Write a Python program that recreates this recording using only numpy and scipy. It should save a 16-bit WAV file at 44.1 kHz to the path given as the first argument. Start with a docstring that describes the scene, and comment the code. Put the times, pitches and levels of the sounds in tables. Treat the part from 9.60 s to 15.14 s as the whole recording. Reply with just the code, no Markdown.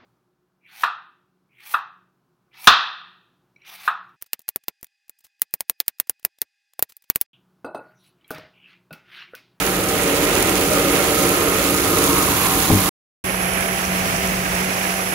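"""Hose jet in a steel bowl

Outdoors, a hose jet fills a large steel bowl, heard by a hand-held phone with two unlike microphone ports.
First part: the jet drums the thin bowl (noise through its modes), spatters on the steel (short treble bursts),
and something bumps the bowl (dying low modes). After a silence, second part: the jet runs quieter over shallow
water (flickering noise). A pump-like hum of wavering tones and a low noise rumble lie under both."""
import sys
import numpy as np
from scipy import signal
from scipy.fft import rfft, irfft, next_fast_len
from scipy.io import wavfile
from scipy.ndimage import uniform_filter1d, map_coordinates

SR = 44100
rng = np.random.default_rng(int(sys.argv[2]) if len(sys.argv) > 2 else 0)


def gain_from_db(level_db):
    """Convert decibel levels to linear amplitude factors (20 dB per decade)."""
    decades = np.asarray(level_db, float) / 20
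    return 10 ** decades


def waveform_to_disk(signal):
    """Save audio, clipped to [-1, 1], as 16-bit WAV at the path in sys.argv[1]."""
    frames = np.transpose(np.atleast_2d(signal))
    scaled = np.clip(frames, -1, 1) * 32767
    samples = np.round(scaled).astype(np.int16)
    wavfile.write(sys.argv[1], SR, samples)


N = 244446
PADDED = next_fast_len(N + 8192)  # samples, so that filter tails do not wrap round

# the jet, one table a part: (time [s], splash level [dB], spray level [dB], landing place [0 floor centre - 1 wall])
JET = [
    [(0, -28.5, -31, 0.33), (.25, -31, -33.5, 0.34), (.5, -27.5, -30.5, .15), (.8, -26, -29.5, 0.023),
     (1.1, -30, -29.5, 0.25), (1.31, -27, -30, 0.23), (1.6, -29, -28, 0.28), (1.8, -29.5, -30.5, .6),
     (2.0, -28.5, -29.5, 0.37), (2.3, -30.5, -30, 0.44), (2.46, -29.5, -28, 0.59), (2.62, -30, -28.5, 0.63),
     (2.8, -27.5, -28, 0.94), (3.0, -31.5, -30, 0.7), (3.28, -28.5, -28, 0.78)],
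    [(3.65, -30.5, -39, 1), (3.92, -28, -37, .9), (4.2, -28.5, -35, 0.49), (4.5, -29, -35.5, 0.27),
     (4.75, -29.5, -36.5, .3), (5.0, -28.5, -34, .2), (5.27, -29, -33.5, 0.4), (5.54, -30, -36, 0.72)],
]
# the bed under the jet, one table a part: (time [s], rumble level [dB], hum level [dB])
GROUND = [
    [(0, -35, -35.5), (1, -31.5, -32), (2, -32, -34), (3.2, -29.5, -32)],
    [(3.65, -35.5, -31.5), (4.4, -35.5, -29.5), (5.54, -34, -31.5)],
]


def unit(x, lo_hz=0, hi_hz=30000):
    """Scale so that the mean of the two ports has rms 1 inside the band."""
    hz = np.fft.rfftfreq(N, 1 / SR)
    middle = np.atleast_2d(x).mean(0)
    inside = np.abs(rfft(middle))[(hz >= lo_hz) & (hz < hi_hz)]
    return x * N / np.sqrt(2 * np.sum(inside ** 2))


def along(points, hz):
    """Columns of (frequency [Hz], value, ..) points, interpolated on a log frequency axis."""
    knots_hz, *columns = np.transpose(points)
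    return np.array([np.interp(np.log(hz + 1), np.log(knots_hz + 1), column) for column in columns])


def curves(rows):
    """One value per sample for each column after the time."""
    knots_s, *columns = np.transpose(rows)
    return [np.interp(np.arange(N) / SR, knots_s, column) for column in columns]


def wobble(rate):
    """A smooth random curve, rate knots a second."""
    knots = rng.standard_normal(int(N * rate / SR) + 4)
    return map_coordinates(knots, [np.arange(N) * rate / SR])


def filtered(x, response):
    """x times a complex response of frequency."""
    hz = np.fft.rfftfreq(PADDED, 1 / SR)
    return irfft(rfft(x, PADDED) * response(hz), PADDED)[..., :N]


def band(lo_hz, hi_hz, order=6):
    """Pass band; a higher order gives steeper edges."""
    def response(hz):
        below = (lo_hz / (hz + 1)) ** (2 * order)
        above = (hz / hi_hz) ** (2 * order)
        return 1 / np.sqrt((1 + below) * (1 + above))
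    return response


def modes(table):
    """Causal response of a set of damped resonances with alternating signs."""
    def response(hz):
        return sum((-1) ** k * gain_from_db(db) * 1j * hz * width / (centre * centre - hz * hz + 1j * hz * width)
                   for k, (centre, width, db) in enumerate(table))
    return response


def ports(part, lo_hz, hi_hz):
    """The two microphone ports' unlike colour of the water, inside one band."""
    # one table a part: (frequency [Hz], left relative density [dB per Hz], right relative density [dB per Hz])
    port_colour = [
        [(200, -50, -53.5), (686, -58.5, -52.5), (1590, -57.5, -54.5), (2240, -62.5, -52), (2640, -62.5, -52),
         (3900, -62.5, -59.5), (5300, -65, -63.5), (7120, -68, -57), (7620, -65.5, -67), (9370, -65.5, -60.5),
         (10080, -72, -61.5), (10500, -74, -55.5), (12100, -74, -62.5), (13300, -81, -58.5), (14000, -76, -70),
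         (15400, -72, -59.5)],
        [(200, -65, -59.5), (606, -60, -57.5), (1400, -67.5, -58), (1790, -68.5, -57), (2320, -70, -56),
         (3130, -73.5, -61), (3930, -64, -67), (4600, -62, -70.5), (5900, -61.5, -59.5), (7400, -63, -71.5),
         (9000, -68, -67), (10100, -74, -66), (10550, -86, -57), (12300, -83, -67), (14000, -71.5, -71),
         (15200, -66.5, -69)],
    ]
    return lambda hz: gain_from_db(along(port_colour[part], hz)) * band(lo_hz, hi_hz)(hz)


def drops(part, spiky_db, rate, colour):
    """Coloured two-port noise whose strength flickers drop by drop; alike in the bass, later on the left."""
    # one table a part: (frequency [Hz], left-right likeness [0-1])
    likeness = [
        [(60, 0.95), (300, 0.99), (700, 0.77), (1400, 0.5), (3000, 0.088), (6000, .05)],
        [(60, 0.89), (300, 0.81), (700, 1), (1400, 0.38), (3000, .2), (6000, 0.041)],
    ]
    # how much later the left port hears, one value a part: [s]
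    left_lag = [.0001, 0.000347]
    hz = np.fft.rfftfreq(PADDED, 1 / SR)
    flicker = gain_from_db(spiky_db * wobble(rate))
    shared, own = rfft(rng.standard_normal((2, N)) * flicker, PADDED)
    # mixing angle that gives the wanted correlation between the ports
    turn = np.arccos(np.clip(along(likeness[part], hz)[0], 0, 1)) / 2
    mid, side = shared * np.cos(turn), own * np.sin(turn)
    left = (mid + side) * np.exp(-2j * np.pi * hz * left_lag[part])
    right = mid - side
    return irfft(np.array([left, right]) * colour(hz), PADDED)[:, :N]


def rumble(part):
    """Low noise with a slowly drifting level, stronger on the left port."""
    # spectrum: (frequency [Hz], relative density [dB per Hz])
    rumble_colour = [(15, -31.5), (32, -11.5), (45, 0), (100, -0.5), (160, 1), (220, -9), (320, -20.5)]
    level_db = curves(GROUND[part])[0]
    noise = drops(part, spiky_db=-1.9, rate=1.7, colour=lambda hz: gain_from_db(along(rumble_colour, hz)[0]))
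    leaning = noise * gain_from_db([[1.4], [-1.4]])
    return gain_from_db(level_db) * unit(leaning, 30, 165)


def hum(part):
    """Pump-like tones, each wavering at random in pitch and level, equal on both ports."""
    # (frequency [Hz], pitch wander [Hz], first part relative level [dB], second part relative level [dB])
    tones = [(46, 3, -12, -20.5), (185.7, 2.24, 1, 0.5), (377.5, 3.3, -11, -9.5), (669.5, 4.6, -16, -8),
             (767, 4.54, -3, -10)]
    level_db = curves(GROUND[part])[1]
    t = np.arange(N) / SR
    total = 0
    for hz, wander_hz, *tone_db in tones:
        strength = gain_from_db(tone_db[part] + 2.1 * wobble(9))
        cycles = hz * t + np.cumsum(wander_hz * wobble(30)) / SR
        total = total + strength * np.sin(2 * np.pi * cycles)
    return gain_from_db(level_db) * unit(total, 172, 200)


def bumps():
    """Dull blows rock the bowl: low modes that die at once, the high ones first."""
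    # (time [s], level [dB], 60 dB decay time at 200 Hz [s], brightness [dB per octave])
    blows = [(3.101, -14.5, 0.057, 9), (3.1127, -11.5, 0.062, -3), (3.12, -13, 0.12, -3.5),
             (3.1317, -14, 0.12, 2), (3.151, -18.5, 0.16, -4.5)]
    # (frequency [Hz], relative level before the blow's brightness [dB])
    blow_modes = [(100, -0.5), (195, 3), (245, 3.5), (292, 6), (410, -2.5), (600, -9), (790, -8.5),
                  (1000, -16)]
    out, t = np.zeros(N + SR), np.arange(SR // 4) / SR
    onset = 1 - np.exp(-t / 0.0019)
    for s, db, t60, bright_db in blows:
        ring = 0
        for hz, mode_db in blow_modes:
            tilt_db = bright_db * np.log2(hz / 200)
            decay_db = -60 * t / t60 * (hz / 200) ** .5
            ring = ring + gain_from_db(mode_db + tilt_db + decay_db) * np.sin(2 * np.pi * hz * t)
        out[round(s * SR):][:len(t)] -= gain_from_db(db) * ring * onset
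    return out[:N] * gain_from_db([[1.2], [-1.2]])  # leans to the left port


def small_spats(part):
    """Smaller drops, one at a random moment of each equal slot: rows like those of the biggest drops."""
    # one value a part: drops [per s]; mean level [dB]; mean left minus right [dB]
    per_second = [12, 9][part]
    mean_db = [-20, -23.5][part]
    mean_pan_db = [-3.5, -6.5][part]
    count = round(per_second * N / SR)
    place = rng.uniform(size=(count, 2))
    scatter_db = 3.5 * rng.standard_normal((count, 2))
    return np.column_stack([(np.arange(count) + place[:, 0]) / per_second, mean_db + scatter_db[:, 0],
                            6000 + 6500 * place[:, 1], mean_pan_db + scatter_db[:, 1]])


def spats(part):
    """Each drop is a burst of treble a few ms long around its own pitch, coloured by the ports."""
    # the biggest drops hitting steel and water, before the ports' colour:
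    # (time [s], level [dB], pitch [Hz], left minus right [dB])
    big_spats = [(0.1664, -14, 10920, -5.0), (0.2374, -13, 8950, -4.0), (0.4227, -14, 10830, -10),
                 (0.4344, -13, 11560, -9), (0.6417, -15, 9700, -3), (0.7527, -13, 6680, -6.5),
                 (0.825, -7, 10970, -6.0), (0.8944, -11, 11020, -6.0), (0.9547, -13.5, 6930, -3),
                 (1.1338, -12, 7050, -3.0), (1.1513, -14, 6780, -1), (1.3144, -14, 10960, -6.5),
                 (1.3234, -12, 11150, -5.0), (1.5449, -9, 13270, -6.0), (1.5874, -12, 10600, -8.0),
                 (1.8044, -15, 10700, -5.0), (2.1061, -13, 12500, -2), (2.143, -10, 10660, -3),
                 (2.177, -13.5, 11240, -6.5), (2.385, -10, 10600, -7.5), (2.4394, -6, 10500, -8),
                 (2.4633, -11.5, 10750, -7.5), (2.9976, -11, 12100, -7.5), (4.0078, -15, 10900, -9),
                 (4.2594, -20, 5780, -1.5), (5.0467, -18, 10630, -4.0)]
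    out, t = np.zeros((2, N + SR)), np.arange(500) / SR
    envelope = gain_from_db(-60 * t / 0.013) * (1 - np.exp(-t / 0.00039))
    for s, db, hz, pan_db in [*big_spats, *small_spats(part)]:
        rough = uniform_filter1d(rng.standard_normal((2, len(t))), size=7, axis=1)
        burst = rough / rough.std() * np.sin(2 * np.pi * hz * t) * envelope
        out[:, round(s * SR):][:, :len(t)] += gain_from_db([[db + pan_db / 2], [db - pan_db / 2]]) * burst

    def even_colour(hz):  # rms 1 over frequency on each port
        colour = ports(part, 4440, 13000)(hz)
        return colour / np.sqrt(np.mean(colour ** 2, 1, keepdims=True))
    return filtered(out[:, :N], even_colour)


def drumming():
    """The jet shakes the bare steel like a noisy drum skin; which modes ring depends on where it lands."""
    # modes in four groups, low to high pitch: (frequency [Hz], width [Hz], relative level [dB])
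    bowl_modes = [
        [(286.4, 10.5, 5.5), (342.7, 20.6, 1), (392, 19, -1)],
        [(447, 30, 0.5), (475.3, 36, -2), (555.7, 30, -4.5), (617.3, 17, -2), (626, 18, -5.5)],
        [(904, 27, 0), (1075, 150, 7.5)],
        [(1242, 32, 6), (1367, 120, 0), (1427, 48, 1.5), (2190, 120, -6.5)],
    ]
    # how the jet drives each group: (best landing place [0-1], level over the force there [dB],
    # loss half a bowl away [dB], lean: left raised and right lowered by [dB])
    drive = [(0.51, -1, 2.5, -0.7), (0.19, -2, 3, -1.1), (0.92, -3, 9.5, 1), (0.53, -6, 8.5, 0.3)]
    # how hard the jet presses on the bare steel: (time [s], level [dB])
    press = [(0, -26.5), (.25, -26.5), (.72, -21), (.97, -24), (1.15, -21.5), (1.4, -23), (1.6, -23),
             (1.9, -23), (2.2, -24.5), (2.6, -22), (2.8, -25.5), (3.1, -27)]
    force_db, place = curves(press)[0], curves(JET[0])[-1]
    total = 0
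    for group, (best, db, lost_db, lean_db) in zip(bowl_modes, drive):
        def shell(hz):
            return modes(group)(hz) * band(200, 2600)(hz)
        ringing = unit(drops(0, spiky_db=0.5, rate=50, colour=shell))
        away_db = lost_db * (2 * (place - best)) ** 2
        level_db = force_db + db - away_db + 0.84 * wobble(6.72)
        total = total + ringing * gain_from_db(level_db) * gain_from_db([[lean_db], [-lean_db]])
    return total


def water(part):
    """The jet splashes, fizzes and mists, all surging together; nearer the wall it breaks up finer."""
    # one pair a part: (level over the spray at the floor centre [dB], gain up to the wall [dB])
    mist_rise = [(-4, 3.4), (-7, 12)]
    finest_rise = [(-7.5, 6), (-10.5, 6)]
    splash_db, fizz_db, place = curves(JET[part])
    mist_db, finest_db = (fizz_db + db + gain_db * place for db, gain_db in (mist_rise[part], finest_rise[part]))
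    surge_db = 0.55 * wobble(14) + .5 * wobble(40)
    splash = unit(drops(part, spiky_db=1.1, rate=150, colour=ports(part, 200, 3200)), 1360, 4000)
    spray = drops(part, spiky_db=[2.2, 1.3][part], rate=500, colour=ports(part, 3410, 3e4))
    # finer drops flicker on their own
    droplets = drops(part, spiky_db=[2.2, 1.4][part], rate=500, colour=ports(part, 3400, 3e4))
    mist = filtered(droplets, band(9500, 11600, order=24))
    finest = filtered(droplets, band(11600, 13700, order=24))
    # the fizz lies on both sides of the droplets' bands
    fizz = filtered(spray, lambda hz: np.hypot(band(100, 9500, order=24)(hz), band(13700, 3e4, order=24)(hz)))
    fine = unit(fizz, 3500, 9500) * gain_from_db(fizz_db) + unit(mist) * gain_from_db(mist_db) + unit(finest) * gain_from_db(finest_db)
    return splash * gain_from_db(splash_db + 0.88 * surge_db) + fine * gain_from_db(surge_db)


def sounding(part):
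    """1 while a part sounds, with a very short fade at its start and end."""
    # one pair a part: (sound on [s], sound off [s])
    on_off = [(-1, 3.2935), (3.6395, 6)]
    t = np.arange(N) / SR
    fade_s = 0.0027
    return np.clip(np.minimum(t - on_off[part][0], on_off[part][1] - t) / fade_s, 0, 1)


def scene():
    """In the second part the water covers the steel and stops its drumming."""
    first = rumble(0) + hum(0) + bumps() + spats(0) + drumming() + water(0)
    second = rumble(1) + hum(1) + spats(1) + water(1)
    return first * sounding(0) + second * sounding(1)


def top_cut(x):
    """Nothing passes above the cut-off."""
    return signal.sosfilt(signal.butter(12, 17100, fs=SR, output="sos"), x)


def record(dry):
    """The phone input rounds off its highest peaks and keeps nothing from 15740 Hz up; silence between the parts."""
    rounded = dry / (1 + np.abs(dry / .97) ** 6) ** (1 / 6)
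    limited = filtered(rounded, lambda hz: hz < 15740)
    finished = limited * (sounding(0) + sounding(1) > 0)
    return top_cut(finished)


dry = scene()
out = record(dry)
waveform_to_disk(out)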